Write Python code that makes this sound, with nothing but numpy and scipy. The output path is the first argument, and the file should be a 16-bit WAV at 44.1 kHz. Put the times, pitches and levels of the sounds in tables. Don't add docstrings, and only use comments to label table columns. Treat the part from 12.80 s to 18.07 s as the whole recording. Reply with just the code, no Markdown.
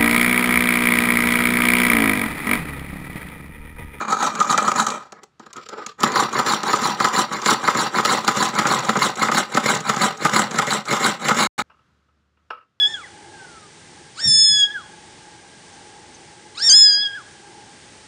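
import sys
import numpy as np
from scipy import signal
from scipy.fft import rfft, irfft, next_fast_len
from scipy.io import wavfile
from scipy.ndimage import uniform_filter1d, minimum_filter1d, map_coordinates

SR = 44100
rng = np.random.default_rng(int(sys.argv[2]) if len(sys.argv) > 2 else 0)


def transcribe(u):
    v = np.clip(np.atleast_2d(u).T, -1, 1)
    q = np.round(v * 32767).astype(np.int16)
    wavfile.write(sys.argv[1], SR, q)


N = 232583
TIME = np.arange(N) / SR

# scoop_s, slide_s, widest_gape (0-1), jaw_lead_s (closing before the slide),
# accent_db (at the slide), rasp_delay_s (raspiest moment after the scoop), rasp_db
MEW_GESTURES = [(.06, .09, .8, .35, -6, 0.076, -46.5), (.054, .082, 0.81, 0.19, 9, .002, -34.5),
                (.076, .07, 0.97, 0.12, 1.5, 0.081, -28)]
# time_s, pitch_hz
HELD_PITCH = [
    [(0.0, 1707), (0.049, 1675.0), (0.066, 1697), (0.086, 1770), (0.135, 1787), (0.144, 1672),
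     (0.16, 1638.0)],
    [(1.415, 1813), (1.423, 1795), (1.464, 1840), (1.476, 1763), (1.561, 1740), (1.642, 1734),
     (1.812, 1671), (1.845, 1638), (1.857, 1674.0), (1.897, 1644), (1.926, 1737), (1.958, 1647)],
    [(3.828, 1790), (3.848, 1825), (3.88, 1828), (3.901, 1558), (3.913, 1559), (3.949, 1698), (3.969, 1721),
     (4.021, 1711), (4.13, 1630), (4.235, 1679), (4.259, 1641), (4.34, 1611), (4.36, 1706)],
]
# time_s, level_db
OVERTONE_EFFORT = [
    [(0.005, -15), (0.061, -13), (0.077, -20.5), (0.085, -38.5), (0.133, -40), (0.145, -23), (0.161, -35),
     (0.177, -44)],
    [(1.365, -48), (1.401, -29), (1.425, -28.5), (1.445, -17.5), (1.549, -11.4), (1.633, -11), (1.673, -13),
     (1.689, -13), (1.785, -16.5), (1.837, -10), (1.877, -29.5), (1.957, -48.5)],
    [(3.76, -38), (3.768, -48), (3.78, -25.5), (3.808, -32.0), (3.824, -20), (3.912, -7.5), (4.072, -8.5),
     (4.084, -11), (4.244, -22.2), (4.268, -19), (4.28, -32), (4.312, -41), (4.36, -47)],
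]
# frequency_hz, level_db
THROAT_RESONANCE = [(1000, -42.5), (1350, -37.5), (1530, -32.5), (1630, -34), (1680, -30.5), (1715, -38),
                    (1750, -40), (1830, -34)]
# frequency_hz, gain_db
WIDE_MOUTH = [(2000, -17), (3100, -13.5), (3450, -18), (3650, -12), (4100, 2.5), (5500, 0), (6280, 2.5),
              (6520, -10.5), (6650, -39.5), (6980, -36.5), (7300, -13.5), (7600, -45.5), (8850, -41),
              (9150, -20.5)]
# frequency_hz, gain_db
NARROW_MOUTH = [(2000, -4.5), (3320, 2), (3560, -16.5), (4950, -24), (5200, -29), (5350, -16), (6000, -40),
                (9200, -55)]
# frequency_hz, level_db
RASP_SPECTRUM = [(30, -23), (150, -6), (800, -6), (1500, -8), (2050, -7.5), (3900, -12.5), (4500, -11),
                 (5200, -5.5), (5800, -33.5), (6600, 3), (7300, 6.5), (7650, -15), (8600, 7.5), (9400, -45)]
# middle_s, half_length_s, centre_hz, width_hz, level_db
HOARSE_STRETCHES = [(1.385, 0.025, 4650, 700, -41), (1.604, 0.11, 4510, 230, -38),
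                    (3.816, 0.035, 4550, 697, -34), (3.905, 0.036, 7280, 282, -23.5),
                    (4.018, 0.092, 8260, 398, -38), (4.11, 0.099, 4100, 218, -44.5)]
# start_s, held_s, first_hz, last_hz, level_db
HIGH_TONES = [(0, .16, 6716, 6716, -49.5), (.06, .09, 7190, 7260, -51), (1.465, 0.039, 7330, 7235, -23.5),
              (1.472, 0.23, 9050, 8870, -25.5), (1.49, .02, 6716, 6710, -27),
              (1.534, 0.26, 6710, 6717, -21.5), (1.535, .27, 8480, 8441, -35), (1.55, .11, 7200, 7245, -45),
              (3.891, .027, 8660, 8620, -23.5), (3.947, 0.08, 7061, 7061, -18),
              (3.951, 0.042, 8990, 8920, -32)]
# peak_s, rise_s, fade_s, peak_pitch_hz, glide_hz_per_s, level_db
FALLING_TONES = [(.245, 0.025, 0.029, 1980, -15000, -43), (.58, 0.075, 0.25, 1579, -1350, -48)]
# start_s, level_db, t60_s
PAW_PATS = [(1.45, -27, 0.46), (1.688, -35, 0.32), (3.89, -46, 0.45)]
# frequency_hz, level_db
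BEDDING_SPECTRUM = [(20, -24), (60, -15), (115, 0), (210, -2), (290, -22), (900, -45)]
# middle_s, centre_hz, level_db
CLAW_TICKS = [(2.94, 6300, -52), (3.352, 6300, -44.5)]
# frequency_hz, t60_s
ROOM_DECAY = [(200, 0.48), (1700, 0.95), (3300, 0.5), (5000, 0.46), (9000, 0.09)]
# centre_hz, width_hz, level_db, swell_share (0-1)
HUM_RESONANCES = [(156, 21, -64, .2), (346, 19, -59.5, 0.79), (420, 55, -60.5, 0.69),
                  (836.4, 45, -53, 0.96), (1614, 50, -61, 0.54)]
# time_s, level_db
HUM_SWELL = [(0.0, -0.5), (0.1, 9.5), (0.2, -5.5), (0.45, 6.3), (1.0, -5.5), (1.2, 3.5), (1.36, -8),
             (1.71, -4.5), (2.06, 2), (2.61, 0.8), (2.76, -5.5), (3.01, 6), (3.21, 1), (3.56, 2),
             (4.32, -5.5), (4.72, 4), (5.27, -6.5)]
# frequency_hz, level_db
AIR_SPECTRUM = [(20, -26), (45, -11), (85, -1), (200, -1), (400, -4), (620, -7), (1350, -10), (2000, -6.5),
                (2600, -10.5), (3000, -9), (4200, -10.5), (6300, -10.7), (6700, -12), (9700, -12.5),
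                (11000, -60)]

REST_HZ, REST_DB = 1008, -13.5
HELD_JITTER, SLACK_JITTER, SCOOP_JITTER = .0007, .008, .032
JAW_S = 0.035
SLIDE_DULL_DB = 33
UPPER_LOSS_DB = 16.5
ACCENT_RISE_S, ACCENT_FADE_S = 0.0035, 0.022
RASP_RISE_DB_PER_S, RASP_FALL_DB_PER_S = 105.5, 91
HIGH_TONE_ATTACK_S = 0.0079
HIGH_TONE_SAG_DB_PER_S = 17
HIGH_TONE_DECAY_DB_PER_S = 270.5
FALLING_FLOOR_HZ = 1000
TOP_HZ = 9680


def amp(db):
    return 10 ** (np.asarray(db) / 20)


def unit(x):
    return x / np.sqrt(np.mean(x ** 2) + 1e-20)


def along(points, hz):
    f, v = np.transpose(points)
    return np.interp(np.log(hz + 1), np.log(f + 1), v)


def curve(rows):
    return uniform_filter1d(np.interp(TIME, *np.transpose(rows)), size=200)


def wobble(rate):
    knots = rng.standard_normal(int(N * rate / SR) + 4)
    return map_coordinates(knots, [TIME * rate])


def filtered(x, response):
    m = next_fast_len(N + SR // 4)
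    hz = np.fft.rfftfreq(m, 1 / SR)
    return irfft(rfft(x, m) * response(hz), m)[:N]


def noise(spectrum):
    return unit(filtered(rng.standard_normal(N), lambda hz: amp(along(spectrum, hz))))


def band(centre, width, order=2):
    def resonance(hz):
        return 1 / (1 + ((hz - centre) / width) ** order)
    return unit(filtered(rng.standard_normal(N), resonance))


def tone(hz):
    return np.sqrt(2) * np.sin(2 * np.pi * np.cumsum(hz) / SR)


def mew(gesture, held, effort, scoop_speed=7, shimmer_db=1.0, stumble_db=4, blur_hz=90, edge_s=.008):
    scoop_s, slide_s, widest, jaw_lead, accent_db, rasp_delay, rasp_db = gesture
    settle, release = held[0][0], held[-1][0]
    start, end = settle - scoop_s, release + slide_s

    pitch = curve([(start, REST_HZ), *held, (end, REST_HZ)])
    rising = curve([(start, 1), (settle, 0)])
    sliding = curve([(release, 0), (end, 1)])
    slackening = rising + sliding
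    gate = np.clip(1 - np.maximum(start - TIME, TIME - end) / edge_s, 0, 1)
    rest_db = REST_DB * slackening ** 3
    accent_s = np.where(TIME < release, ACCENT_RISE_S, ACCENT_FADE_S)
    accent = np.exp(-((TIME - release) / accent_s) ** 2)
    fundamental = amp(along(THROAT_RESONANCE, pitch) + rest_db + accent_db * accent)

    gape = widest * (1 - np.tanh((TIME - release + jaw_lead) / (2 * JAW_S))) / 2
    upper_db = UPPER_LOSS_DB * np.sqrt(np.abs(slackening))
    mouth_db = []
    for k in range(2, 6):
        wide_db = gape * along(WIDE_MOUTH, k * pitch)
        narrow_db = (1 - gape) * along(NARROW_MOUTH, k * pitch)
        mouth_db.append(wide_db + narrow_db - max(k - 3, 0) * upper_db)
    mouth = amp(mouth_db)
    shares = mouth / np.linalg.norm(mouth, axis=0)
    overtones = amp(curve(effort) + rest_db / 2 - SLIDE_DULL_DB * sliding) * shares
    gains = [fundamental, *overtones]

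    since = TIME - settle - rasp_delay
    rasp_fade_db = np.maximum(-RASP_RISE_DB_PER_S * since, RASP_FALL_DB_PER_S * since)
    rasp = amp(rasp_db + rest_db - rasp_fade_db)

    slack = 1 / (1 + np.linalg.norm(gains, axis=0) / amp(-34))
    octaves_per_s = np.gradient(np.log2(pitch)) * SR
    scoop = np.clip(octaves_per_s / scoop_speed, 0, 1) ** 2 * np.sqrt(np.clip(2 * rising, 0, 1))
    jitter = (HELD_JITTER + SLACK_JITTER * slack) * wobble(450) + SCOOP_JITTER * scoop * wobble(900)
    pitch = pitch * (1 + jitter)

    voice = 0
    for k, gain in enumerate(gains, 1):
        buried = rasp ** 2 / (rasp ** 2 + gain ** 2 + 1e-20)
        broken = np.max([scoop, slack, buried], axis=0)
        flutter_db = shimmer_db * wobble(120) + stumble_db * broken * (.5 - np.abs(wobble(200)))
        blurred_hz = k * pitch + blur_hz * buried * wobble(700)
        voice = voice + gain * amp(flutter_db) * tone(blurred_hz)

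    puffs = unit(1 + .2 * tone(pitch)) * amp(1.5 * wobble(90))
    return gate * (voice + rasp * puffs * noise(RASP_SPECTRUM))


def hoarseness():
    out = np.zeros(N)
    for middle, half, centre, width, db in HOARSE_STRETCHES:
        swell = np.exp(-((TIME - middle) / half) ** 2)
        out += amp(db) * swell * band(centre, width, order=6)
    return out


def high_tones(waver_db=2.0):
    out = np.zeros(N)
    for start, held, first_hz, last_hz, db in HIGH_TONES:
        age = np.maximum(TIME - start, 0)
        decay_db = HIGH_TONE_DECAY_DB_PER_S * np.maximum(age - held, 0)
        fade_db = HIGH_TONE_SAG_DB_PER_S * age + decay_db
        hz = np.interp(age, [0, held], [first_hz, last_hz]) * (1 + .0002 * wobble(200))
        attack = np.minimum(age / HIGH_TONE_ATTACK_S, 1)
        out += attack * amp(db - fade_db + waver_db * wobble(50)) * tone(hz)
    return out


def falling_tones(jitter=.01, shimmer_db=3.5):
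    out = np.zeros(N)
    for peak, rise, fade, hz, glide, db in FALLING_TONES:
        age = TIME - peak
        swell = np.exp(-(age / np.where(age < 0, rise, fade)) ** 2)
        pitch = np.maximum(hz + glide * age, FALLING_FLOOR_HZ) * (1 + jitter * wobble(260))
        out += swell * amp(db + shimmer_db * wobble(69.2)) * tone(pitch)
    return out


def room(x):
    hz, t, grains = signal.stft(rng.standard_normal(SR // 2), SR, nperseg=256)
    decay = amp(-60 * t / along(ROOM_DECAY, hz)[:, None])
    tail = signal.istft(grains * decay, SR, nperseg=256)[1]
    delayed = np.pad(tail, (200, 0))
    return signal.fftconvolve(x, delayed / np.linalg.norm(tail))[:N]


def paws(attack_s=0.014):
    out = np.zeros(N)
    for start, db, t60 in PAW_PATS:
        age = np.maximum(TIME - start, 0)
        onset = 1 - np.exp(-age / attack_s)
        out += amp(db - 60 * age / t60) * onset * noise(BEDDING_SPECTRUM)
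    return out


def claws(width_hz=300, length_s=.008):
    out = np.zeros(N)
    for middle, centre, db in CLAW_TICKS:
        pulse = np.exp(-((TIME - middle) / length_s) ** 2)
        out += amp(db) * pulse * band(centre, width_hz)
    return out


def background():
    swell_db = curve(HUM_SWELL)
    hum = 0
    for centre, width, db, share in HUM_RESONANCES:
        waver_db = 1.2 * wobble(9)
        hum = hum + amp(db + share * swell_db + waver_db) * band(centre, width)
    air = amp(-47 + .5 * wobble(6)) * noise(AIR_SPECTRUM)
    return hum + air


def scene():
    mews = sum(mew(*parts) for parts in zip(MEW_GESTURES, HELD_PITCH, OVERTONE_EFFORT))
    near = mews + hoarseness() + high_tones() + falling_tones()
    echo = amp(-21.5) * room(near)
    return (near + echo + paws() + claws() + background())[None]


def record(dry):
    needed = np.minimum(1, .88 / (np.abs(dry[0]) + 1e-9))
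    gain = uniform_filter1d(minimum_filter1d(needed, size=400), size=400)
    return filtered(dry[0] * gain, lambda hz: 1 / (1 + (hz / TOP_HZ) ** 200))[None]


dry = scene()
out = record(dry)
transcribe(out)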